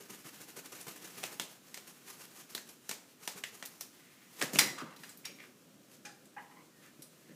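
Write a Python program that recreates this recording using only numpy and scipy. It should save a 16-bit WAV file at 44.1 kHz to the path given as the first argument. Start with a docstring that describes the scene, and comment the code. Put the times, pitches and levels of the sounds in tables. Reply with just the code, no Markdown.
"""Parrot flapping on a cage

A grey parrot beats its wings on top of a wire cage in a small room, about six strokes a second.
Each stroke pushes air and rubs the feathers together, and the wing tips slap things nearby.
The bird hops down with a thud of the frame and a clash of wire, shuffles over the bars,
and gives a cluck of the tongue, a soft squeak and a faint whistle."""
import sys
import numpy as np
from scipy import signal
from scipy.io import wavfile

SR = 44100
rng = np.random.default_rng(int(sys.argv[2]) if len(sys.argv) > 2 else 0)


def wav_record(signal):
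    """Record a signal, one row per channel, as 16-bit PCM in the file named by sys.argv[1]."""
    frames = np.transpose(np.atleast_2d(signal))
    bounded = np.clip(frames, -1, 1)
    # unit amplitude maps onto the largest positive 16-bit level
    quanta = np.round(bounded * 32767).astype(np.int16)
    wavfile.write(sys.argv[1], SR, quanta)


N = 324134
TIME = np.arange(N) / SR

# Levels in the tables are relative: the functions may add a gain of their own.
# downstrokes of the wings: t/s, length/s, level/dB
WING_BEATS = [(0, 0.026, -52.5), (.1, 0.055, -53.5), (.247, 0.046, -51.5), (0.402, 0.029, -50.5),
              (.562, 0.041, -49), (.717, 0.065, -53.5), (.867, 0.054, -50.5), (1.017, 0.056, -54),
              (1.169, 0.064, -55), (1.317, 0.044, -53.5), (1.48, 0.057, -58.5), (1.666, 0.058, -62.5),
              (1.869, .055, -58.5), (2.068, 0.056, -52), (2.19, 0.075, -56), (2.342, 0.089, -57),
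              (2.495, 0.043, -54), (2.66, 0.063, -55.5), (2.835, 0.071, -61.5), (3.215, 0.046, -55),
              (3.357, .035, -51), (3.523, 0.073, -59.5), (3.714, 0.11, -62.5), (4.325, 0.1, -60),
              (4.395, 0.026, -47), (4.53, 0.053, -45)]
# how hard the wings drive the air (0 = loose fanning, 1 = full power): t/s, effort
WING_EFFORT = [(0, 0.86), (1.15, 0.89), (1.5, 0.25), (2.7, 0.091), (3.2, 0.12), (3.4, 0.85), (4.5, 0.4)]
# the folded wings are ruffled into place: t/s, length/s, level/dB
RUFFLES = [(4.98, 0.17, -66), (5.9, 0.059, -60.5), (6.82, 0.068, -67)]
# spectra of the pushed air, the air rushing past and the rubbing feathers: f/Hz, level/dB
PUSH_SPECTRUM = [(60, -46), (105, -32.5), (150, 1.5), (240, -3.5), (400, -6.5), (600, -12.5), (1000, -36),
                 (2000, -53)]
WHOOSH_SPECTRUM = [(250, -34), (450, -4.5), (700, -5), (1200, -3), (2100, -4.5), (3100, -10.5), (4500, -20),
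                   (8000, -52)]
HISS_SPECTRUM = [(1200, -58.5), (2600, 1), (3700, -2.5), (6300, 4), (9000, -0.5), (12000, 1.5), (15500, -7)]
# rustling between strokes: t/s, level/dB
RUSTLE_LEVELS = [(0, -63), (.9, -58), (1.2, -54), (1.45, -60.5), (1.6, -64.5), (1.95, -61.5), (2.3, -59.5),
                 (2.7, -68), (3.3, -65.5), (4.3, -64.5), (4.5, -58), (4.9, -75), (5.05, -57), (5.2, -67.5),
                 (5.38, -63.5), (5.6, -70.5), (7.3, -67.5)]
# spectrum of that rustling: f/Hz, level/dB
RUSTLE_SPECTRUM = [(70, -33.5), (160, 9), (400, 0.5), (700, -2.5), (2200, -1), (3500, -3.5), (7000, -4.5),
                   (15000, -7)]
# wing tips slapping: t/s, contact/s, level/dB, tilt/(dB per octave), extra bass/dB, knock f/Hz, knock/dB
WING_SLAPS = [(0.81, .003, -57.5, 6, -4, 9620, 15), (1.227, 0.0064, -47, -2, 1.5, 2520, -5),
              (1.2372, 0.0012, -41, -1.6, -2, 2580, -6), (1.3969, 0.0012, -39, -.7, -0.5, 3400, 2),
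              (1.7419, 0.0021, -48.5, 0.5, -14, 1920, 8), (1.768, .008, -51, -0.5, 3, 3960, -14),
              (2.548, 0.0026, -42.5, 1.5, 8, 4050, 5), (2.576, 0.0033, -49.5, -1.5, -7, 1760, 19),
              (2.8914, .002, -42.5, 1.5, 8, 2000, 1), (2.9106, 0.0025, -42.5, -0.5, 1, 2150, -3),
              (3.275, 0.0019, -40, 0, 1.5, 900, -8), (3.436, .0015, -48, -5, -16, 2780, 19),
              (3.438, 0.0012, -43.5, -2.5, -11, 1870, 20), (3.6254, .0011, -47.5, -3.5, -7.5, 1970, 1),
              (3.65, 0.0095, -55, 7, -8, 4340, -10), (3.8076, 0.0028, -47, 3, 7, 5660, 5),
              (4.4113, 0.0048, -35.5, -3, -5, 1840, -3), (4.4243, 0.00072, -36.5, -1.5, -6, 1790, 9),
              (4.532, .003, -47, 2.5, -2, 6500, 4), (4.5573, 0.00091, -40, -3.5, -5, 2720, 6)]

# hits on the wire, and one thin, dry, very high tick at 5.17 s:
# t/s, contact/s, level/dB, tilt/(dB per octave), knock f/Hz, knock/dB
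WIRE_HITS_AND_TICK = [(4.5861, 0.0031, -21.5, -0.5, 1984, 5), (4.781, 0.0049, -48, -4, 1225, 15),
                      (4.961, 0.0034, -60.5, 1, 4350, 2), (5.0335, 0.0022, -52.5, -2, 1710, 5),
                      (5.091, 0.0025, -57.5, 3, 8100, 5), (5.1733, .0006, -73, 10.5, 13500, 28),
                      (5.2505, 0.0033, -48, 0.6, 5550, -15), (6.255, 0.0012, -73, 5.5, 7940, 11),
                      (7.02, 0.0033, -60.5, 6, 9000, 4)]
# the bass, middle, treble and top bands of a hit: low f/Hz, high f/Hz
HIT_BANDS = [(160, 650), (650, 3000), (3400, 8500), (8500, 15500)]
# tone of a slap and of a wire hit before tilting: bass/dB, middle/dB, treble/dB, top/dB
SLAP_COLOUR = (-10.5, -1.5, 1.5, -4)
WIRE_COLOUR = (-29.5, -3, -1.5, -6)
# the bird's weight coming down on the cage: t/s, level/dB
THUDS = [(4.423, -43.5), (4.528, -43.5), (4.551, -44.5), (4.575, -47), (4.612, -45.5), (4.655, -47),
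         (4.819, -49.5), (5.29, -57.5), (6.985, -58.5), (7.292, -55)]
# a claw lets go of a bar: t/s, level/dB
TWANGS = [(5.254, -44.5)]
# claws dragging along the bars: t/s, length/s, level/dB, f/Hz
SCRAPES = [(3.993, 0.28, -69, 2050), (4.779, 0.042, -45, 1180), (4.796, 0.045, -82, 1800),
           (4.852, 0.096, -57.5, 1130), (5.239, 0.083, -58, 2270), (5.385, 0.062, -58.5, 2050),
           (6.818, 0.067, -64, 1750), (7.253, 0.074, -69, 1820)]
# the bird shuffling about: t/s, length/s, level/dB
SHUFFLES = [(4.852, 2.53, -66)]
# where a gripped bar, a free bar, the frame and the beak ring: f/Hz, width/Hz, level/dB
GRIPPED_BAR_MODES = [(2040, 200, -3.5), (4070, 170, 6.5), (4920, 50, 14.5), (5670, 67, 9), (6810, 38, 0),
                     (9250, 40, -1), (11000, 350, 5.5)]
FREE_BAR_MODES = [(2350, 22, -3), (3740, 40, -8), (4640, 40, -7), (5570, 35, 0), (6465, 60, -7)]
FRAME_MODES = [(160.3, 17, 8.5), (203, 18, 10), (255.5, 63, 10), (352, 120, -2.5), (503, 38, 1.5)]
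BEAK_MODES = [(827, 24, 4), (1640, 210, 0), (2390, 85, 0), (3030, 77, -29), (4910, 48, -3), (6200, 66, -5),
              (6940, 44, -26), (8300, 40, -5)]

# spurts of the squeak: t/s, length/s, level/dB
SQUEAK_SPURTS = [(6.366, 0.029, -42.5), (6.425, 0.019, -49), (6.508, 0.011, -48), (6.56, 0.051, -58)]
# harmonics of the squeak: multiple of the pitch, level/dB
SQUEAK_HARMONICS = [(1, -3), (2, -4), (3, -15.5)]
# the one whistle: t/s, length/s, level/dB
WHISTLE = [(6.73, 0.16, -74.5)]

# how long the room's echo takes to fade by 60 dB: f/Hz, fade time/s
ROOM_FADE_TIMES = [(150, 0.57), (600, 0.72), (2000, 0.33), (5000, 0.45), (9000, 0.32), (15000, 0.39)]
# spectrum of the room's background noise: f/Hz, level/dB
ROOM_TONE_SPECTRUM = [(18, -74), (30, -35), (105, -22), (144, -9.5), (256, -6.5), (639, -19.5), (728, -36),
                      (1230, -17.5), (2070, -28), (2830, -23), (3320, -26), (3980, -25.5), (5310, -26),
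                      (6720, -25), (15500, -33)]


def wings(rise_s=0.0053, loose_rise_s=0.016, fall_s=0.023, push_fade_s=0.073, whoosh_fade_s=0.31):
    """Each stroke pushes air, sends it rushing past the wing and slides the feathers over each other."""
    push, whoosh, hiss = np.zeros((3, N))
    for s, length, db, effort in strokes():
        slack = 1 - effort  # a loose stroke swells more slowly and moves less air
        stroke = swell(s, length, rise_s + loose_rise_s * slack ** 2, fall_s)
        age = np.maximum(TIME - s, 0)
        push += from_db(db - 3.5 - 13.5 * slack) * stroke * np.exp(-age / push_fade_s)
        whoosh += from_db(db - 2.75 - 2.5 * slack) * stroke * np.exp(-age / whoosh_fade_s)
        hiss += from_db(db) * stroke
    # after a slap the feathers slide off the edge they hit
    slides = [from_db(db - 12.5) * swell(s + rise_s, 0.039, rise_s, fall_s)
              for s, _, db, *_ in WING_SLAPS]
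    hiss += np.max(slides, axis=0)
    hiss = np.interp(TIME - 0.0025, TIME, hiss)  # the hiss comes a moment after the air
    thump = push * (shaped_noise(PUSH_SPECTRUM) + from_db(2) * eddy())
    rush = whoosh * shaped_noise(WHOOSH_SPECTRUM)
    # the feathers' tiny barbs catch and let go in grains of very uneven size
    barbs = rng.standard_normal((2, N)) * flicker(rate_hz=1500, depth_db=2)
    rubbing = hiss * shaped_noise(HISS_SPECTRUM, barbs)
    return thump + (rush + rubbing) * flicker(rate_hz=130, depth_db=3)


def strokes(upstroke_lag_s=0.083, upstroke_s=0.021):
    """Lists downstrokes, lighter upstrokes and effortless ruffles: t/s, length/s, level/dB, effort."""
    for s, length, db in WING_BEATS:
        effort = np.interp(s, *np.transpose(WING_EFFORT))
        yield s, length, db, effort
        upstroke_db = db - 0.5 - 17.5 * (1 - effort)
        yield s + upstroke_lag_s, upstroke_s, upstroke_db, 0.72 * effort
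    for s, length, db in RUFFLES:
        yield s, length, db, 0


def eddy(start_hz=480, end_hz=290, slowing_s=0.023, width_hz=130):
    """The swirl of air left by each downstroke hums hollowly and drops in pitch as it slows."""
    starts = np.sort([beat[0] for beat in WING_BEATS])
    latest = np.maximum(np.searchsorted(starts, TIME) - 1, 0)
    age = np.maximum(TIME - starts[latest], 0)
    phase = phase_of(end_hz + (start_hz - end_hz) * np.exp(-age / slowing_s))
    return rms_one(drift(width_hz) * np.cos(phase) + drift(width_hz) * np.sin(phase))


def rustle():
    """The feathers keep rustling between strokes while the bird is busy."""
    level = from_db(np.interp(TIME, *np.transpose(RUSTLE_LEVELS)))
    return level * flicker(rate_hz=35, depth_db=2) * shaped_noise(RUSTLE_SPECTRUM)


def slaps(gain_db=-2):
    """Stiff wing feathers crack against a hard edge."""
    out = np.zeros(N)
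    for s, length, db, tilt, bass_db, knock_hz, knock_db in WING_SLAPS:
        levels_db = hit_levels(SLAP_COLOUR, db, tilt, bass_db)
        edge = lambda x: knock(x, levels_db, knock_hz, knock_db)
        out += strike(s, edge, contact(length, snap=1), echo_db=-3.5)
    return from_db(gain_db) * out


def wire_hits_and_tick():
    """The bars chatter briefly at each hit; the same recipe makes one thin, very high tick."""
    out = np.zeros(N)
    for s, length, db, tilt, knock_hz, knock_db in WIRE_HITS_AND_TICK:
        levels_db = hit_levels(WIRE_COLOUR, db, tilt)
        chatter = lambda x: knock(wire(x), levels_db, knock_hz, knock_db)
        out += strike(s, chatter, contact(length, snap=0.12), echo_db=0)
    return out


def wire(x, bass_cut_hz=1200):
    """Thin bars give off little bass, and the bird's grip keeps their ringing short."""
    bright = signal.sosfilt(signal.butter(1, bass_cut_hz, "high", fs=SR, output="sos"), x)
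    return bright + from_db(-3) * resonate(bright, GRIPPED_BAR_MODES)


def thuds():
    """Soft, heavy steps set the whole frame booming."""
    out = np.zeros(N)
    for s, db in THUDS:
        frame = lambda x: at_level(band(resonate(x, FRAME_MODES), 120, 600, order=4), db)
        out += strike(s, frame, contact(0.0037, snap=0.75), echo_db=2)
    return out


def twang():
    """A bar rings on with a short clink when the claw lets go."""
    out = np.zeros(N)
    for s, db in TWANGS:
        bar = lambda x: at_level(resonate(x, FREE_BAR_MODES), db)
        out += strike(s, bar, contact(0.001078, snap=3.6), echo_db=-4)
    return out


def scrapes(width_hz=550):
    """A claw sticks and slips on a bar, rasping around one pitch."""
    out = np.zeros(N)
    slips = rng.standard_normal(N) * flicker(rate_hz=250, depth_db=4)
    for s, length, db, hz in SCRAPES:
        rasp = rms_one(resonate(slips, [(hz, width_hz, 0)]))
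        out += from_db(db) * swell(s, length, rise_s=0.0061, fall_s=0.01) * rasp
    return out


def shuffling():
    """Small shifts of weight keep the frame rumbling softly."""
    shaking = resonate(rng.standard_normal(N), FRAME_MODES) + 0.65 * rng.standard_normal(N)
    rumble = rms_one(band(shaking, 130, 700, order=4))
    return rumble * flicker(rate_hz=12, depth_db=2) * swells(SHUFFLES, rise_s=0.05, fall_s=0.05)


def cluck(start_s=6.0503, level_db=-54.5, click_db=-14.5):
    """A short click of the tongue rings in the open beak."""
    beak = lambda x: at_level(resonate(x, BEAK_MODES) + from_db(click_db) * band(x, 1070, 7400), level_db)
    return strike(start_s, beak, contact(0.0013, snap=0.18), echo_db=9.5)


def squeak(start_hz=813, end_hz=1070, glide_s=0.1, gain_db=-7.5):
    """A hoarse little note rises and breaks up into fading spurts."""
    age = np.maximum(TIME - SQUEAK_SPURTS[0][0], 0)
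    hz = end_hz + (start_hz - end_hz) * np.exp(-age / glide_s)
    phase = phase_of(hz * (1 + 0.07 * drift(500)))
    tone = rms_one(sum(from_db(db) * np.sin(k * phase) for k, db in SQUEAK_HARMONICS))
    hoarseness = 0.7 + 0.75 * drift(220) + 0.65 * drift(800)
    return from_db(gain_db) * tone * hoarseness * swells(SQUEAK_SPURTS, rise_s=0.0019, fall_s=0.0071)


def whistle(start_hz=1890, sag_hz_per_s=800, waver=0.0154):
    """A faint, thin whistle wavers and sags in pitch."""
    s, length, db = WHISTLE[0]
    hz = start_hz - sag_hz_per_s * np.clip(TIME - s, 0, length)
    tone = rms_one(np.sin(phase_of(hz * (1 + waver * drift(300)))))
    return from_db(db) * swell(s, length, rise_s=0.022, fall_s=0.015) * tone


def room_echo(x, gap_s=0.0028, early_db=1, early_s=0.025):
    """The walls throw sound back: strongly at first, then dying away, the treble before the bass."""
    t = TIME[:SR * 3 // 5]
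    noises = rng.standard_normal((2, len(t)))
    tail = np.zeros(len(t))
    for k, low_hz in enumerate(66 * 2.0 ** np.arange(8)):  # one octave at a time
        fade_s = at_hz(ROOM_FADE_TIMES, low_hz * np.sqrt(2))
        tail += band(noises[k % 2], low_hz, 2 * low_hz) * from_db(-60 * t / fade_s)
    early_boost = 1 + from_db(early_db) * np.exp(-t / early_s)
    return signal.fftconvolve(x, energy_one(tail * (t > gap_s) * early_boost))[:N]


def room_tone(level_db=-64):
    """A faint, steady noise fills the room."""
    return from_db(level_db) * shaped_noise(ROOM_TONE_SPECTRUM)


def strike(s, body, touch, echo_db):
    """A touch sounds through a body. The room gathers it from all sides, so it echoes as a clean tap."""
    out = np.zeros(N)
    add(out, s, body(touch))
    clean_tap = body(signal.unit_impulse(len(touch)))
    add(out, s, from_db(echo_db) * room_echo(clean_tap))
    return out


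def contact(peak_s, snap):
    """A rush of tiny touches swells and dies, with one sharp touch, the snap, at its peak."""
    progress = TIME[:SR // 4] / peak_s
    rush = energy_one(rng.standard_normal(len(progress)) * progress * np.exp(-progress))
    rush[np.argmax(progress >= 1)] += snap
    return rush


def knock(touch, levels_db, hz, knock_db):
    """A struck spot rings at its own pitch; each band from bass to top is then set to its level."""
    sound = touch + resonate(touch, [(hz, hz / 6, knock_db)])
    return sum(at_level(band(sound, low, high, order=3), db)
               for (low, high), db in zip(HIT_BANDS, levels_db))


def hit_levels(colour, db, tilt, bass_db=0, pivot_hz=3000):
    """Band levels of a hit in dB: a harder contact tilts them towards the treble, weight adds bass."""
    centres_hz = np.sqrt(np.prod(HIT_BANDS, axis=1))
    levels_db = db + np.array(colour) + tilt * np.log2(centres_hz / pivot_hz)
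    levels_db[0] += bass_db
    return levels_db


def resonate(x, modes):
    """Lets a sound ring at each of an object's modes; a narrower mode rings longer."""
    out = 0
    for hz, width_hz, db in modes:
        decay = np.exp(-np.pi * width_hz / SR)
        feedback = [1, -2 * decay * np.cos(2 * np.pi * hz / SR), decay ** 2]
        ringing = signal.lfilter([1, 0, -1], feedback, x + 1e-18)
        out += from_db(db) * (1 - decay ** 2) / 2 * ringing
    return out


def shaped_noise(spectrum, noises=None):
    """Builds noise with a given spectrum; neighbouring bands take turns between two unrelated noises."""
    if noises is None:
        noises = rng.standard_normal((2, N))
    edges_hz = np.geomspace(28, 18000, 23)
    out = np.zeros(N)
    for k, (low, high) in enumerate(zip(edges_hz, edges_hz[1:])):
        out += from_db(at_hz(spectrum, np.sqrt(low * high))) * band(noises[k % 2], low, high)
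    return rms_one(out)


def swell(s, length, rise_s, fall_s):
    """A volume curve that opens softly at time s and closes after the length."""
    out = np.zeros(N)
    near = slice(max(0, int((s - 8 * rise_s) * SR)), int((s + length + 8 * fall_s) * SR))
    age = TIME[near] - s
    out[near] = (1 + np.tanh(age / rise_s)) * (1 - np.tanh((age - length) / fall_s)) / 4
    return out


def swells(rows, rise_s, fall_s):
    """A volume curve with one swell for each row of a table."""
    return sum(from_db(db) * swell(s, length, rise_s, fall_s) for s, length, db in rows)


def drift(rate_hz):
    """A random wander of typical size 1."""
    points = rng.standard_normal(int(N / SR * rate_hz) + 2)
    return rms_one(np.interp(TIME * rate_hz, np.arange(len(points)), points))


def flicker(rate_hz, depth_db):
    """A gain that wanders up and down at random."""
    return from_db(depth_db * drift(rate_hz))


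def phase_of(hz):
    """The running angle of a wave whose pitch changes."""
    return 2 * np.pi * np.cumsum(hz) / SR


def band(x, low_hz, high_hz, order=2):
    """Keeps the sound between two frequencies."""
    return signal.sosfilt(signal.butter(order, [low_hz, high_hz], "band", fs=SR, output="sos"), x + 1e-18)


def at_hz(table, hz):
    """Reads a table's value at a frequency."""
    freqs, values = np.transpose(table)
    return np.interp(np.log(hz), np.log(freqs), values)


def add(track, s, sound):
    """Lays a sound into the track at time s."""
    start = max(0, round(s * SR))
    track[start:start + len(sound)] += sound[:N - start]


def at_level(sound, db):
    """Sets a short sound's level as if its energy were spread over 16 ms."""
    return from_db(db) * energy_one(sound) * np.sqrt(0.016 * SR)


def from_db(db):
    """Turns decibels into a gain."""
    return 10 ** (np.asarray(db) / 20)


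def rms_one(x):
    """Scales to an average power of 1."""
    return x / np.sqrt(np.mean(x ** 2) + 1e-20)


def energy_one(x):
    """Scales to a total energy of 1."""
    return x / np.sqrt(np.sum(x ** 2) + 1e-20)


def scene():
    """The bird, the cage and the room, mixed into one channel."""
    feathers = wings() + rustle()
    small_sounds = scrapes() + squeak() + whistle()
    room = room_echo(from_db(-9) * feathers + from_db(-2.5) * small_sounds) + room_tone()
    hits = slaps() + wire_hits_and_tick() + twang() + thuds()  # these and the cluck bring their own echo
    return (feathers + small_sounds + hits + shuffling() + cluck() + room)[None]


def record(dry, cutoff_hz=15400):
    """Cuts off the very highest treble."""
    return signal.sosfilt(signal.ellip(10, 0.2, 80, cutoff_hz, fs=SR, output="sos"), dry)


dry = scene()
out = record(dry)
wav_record(out)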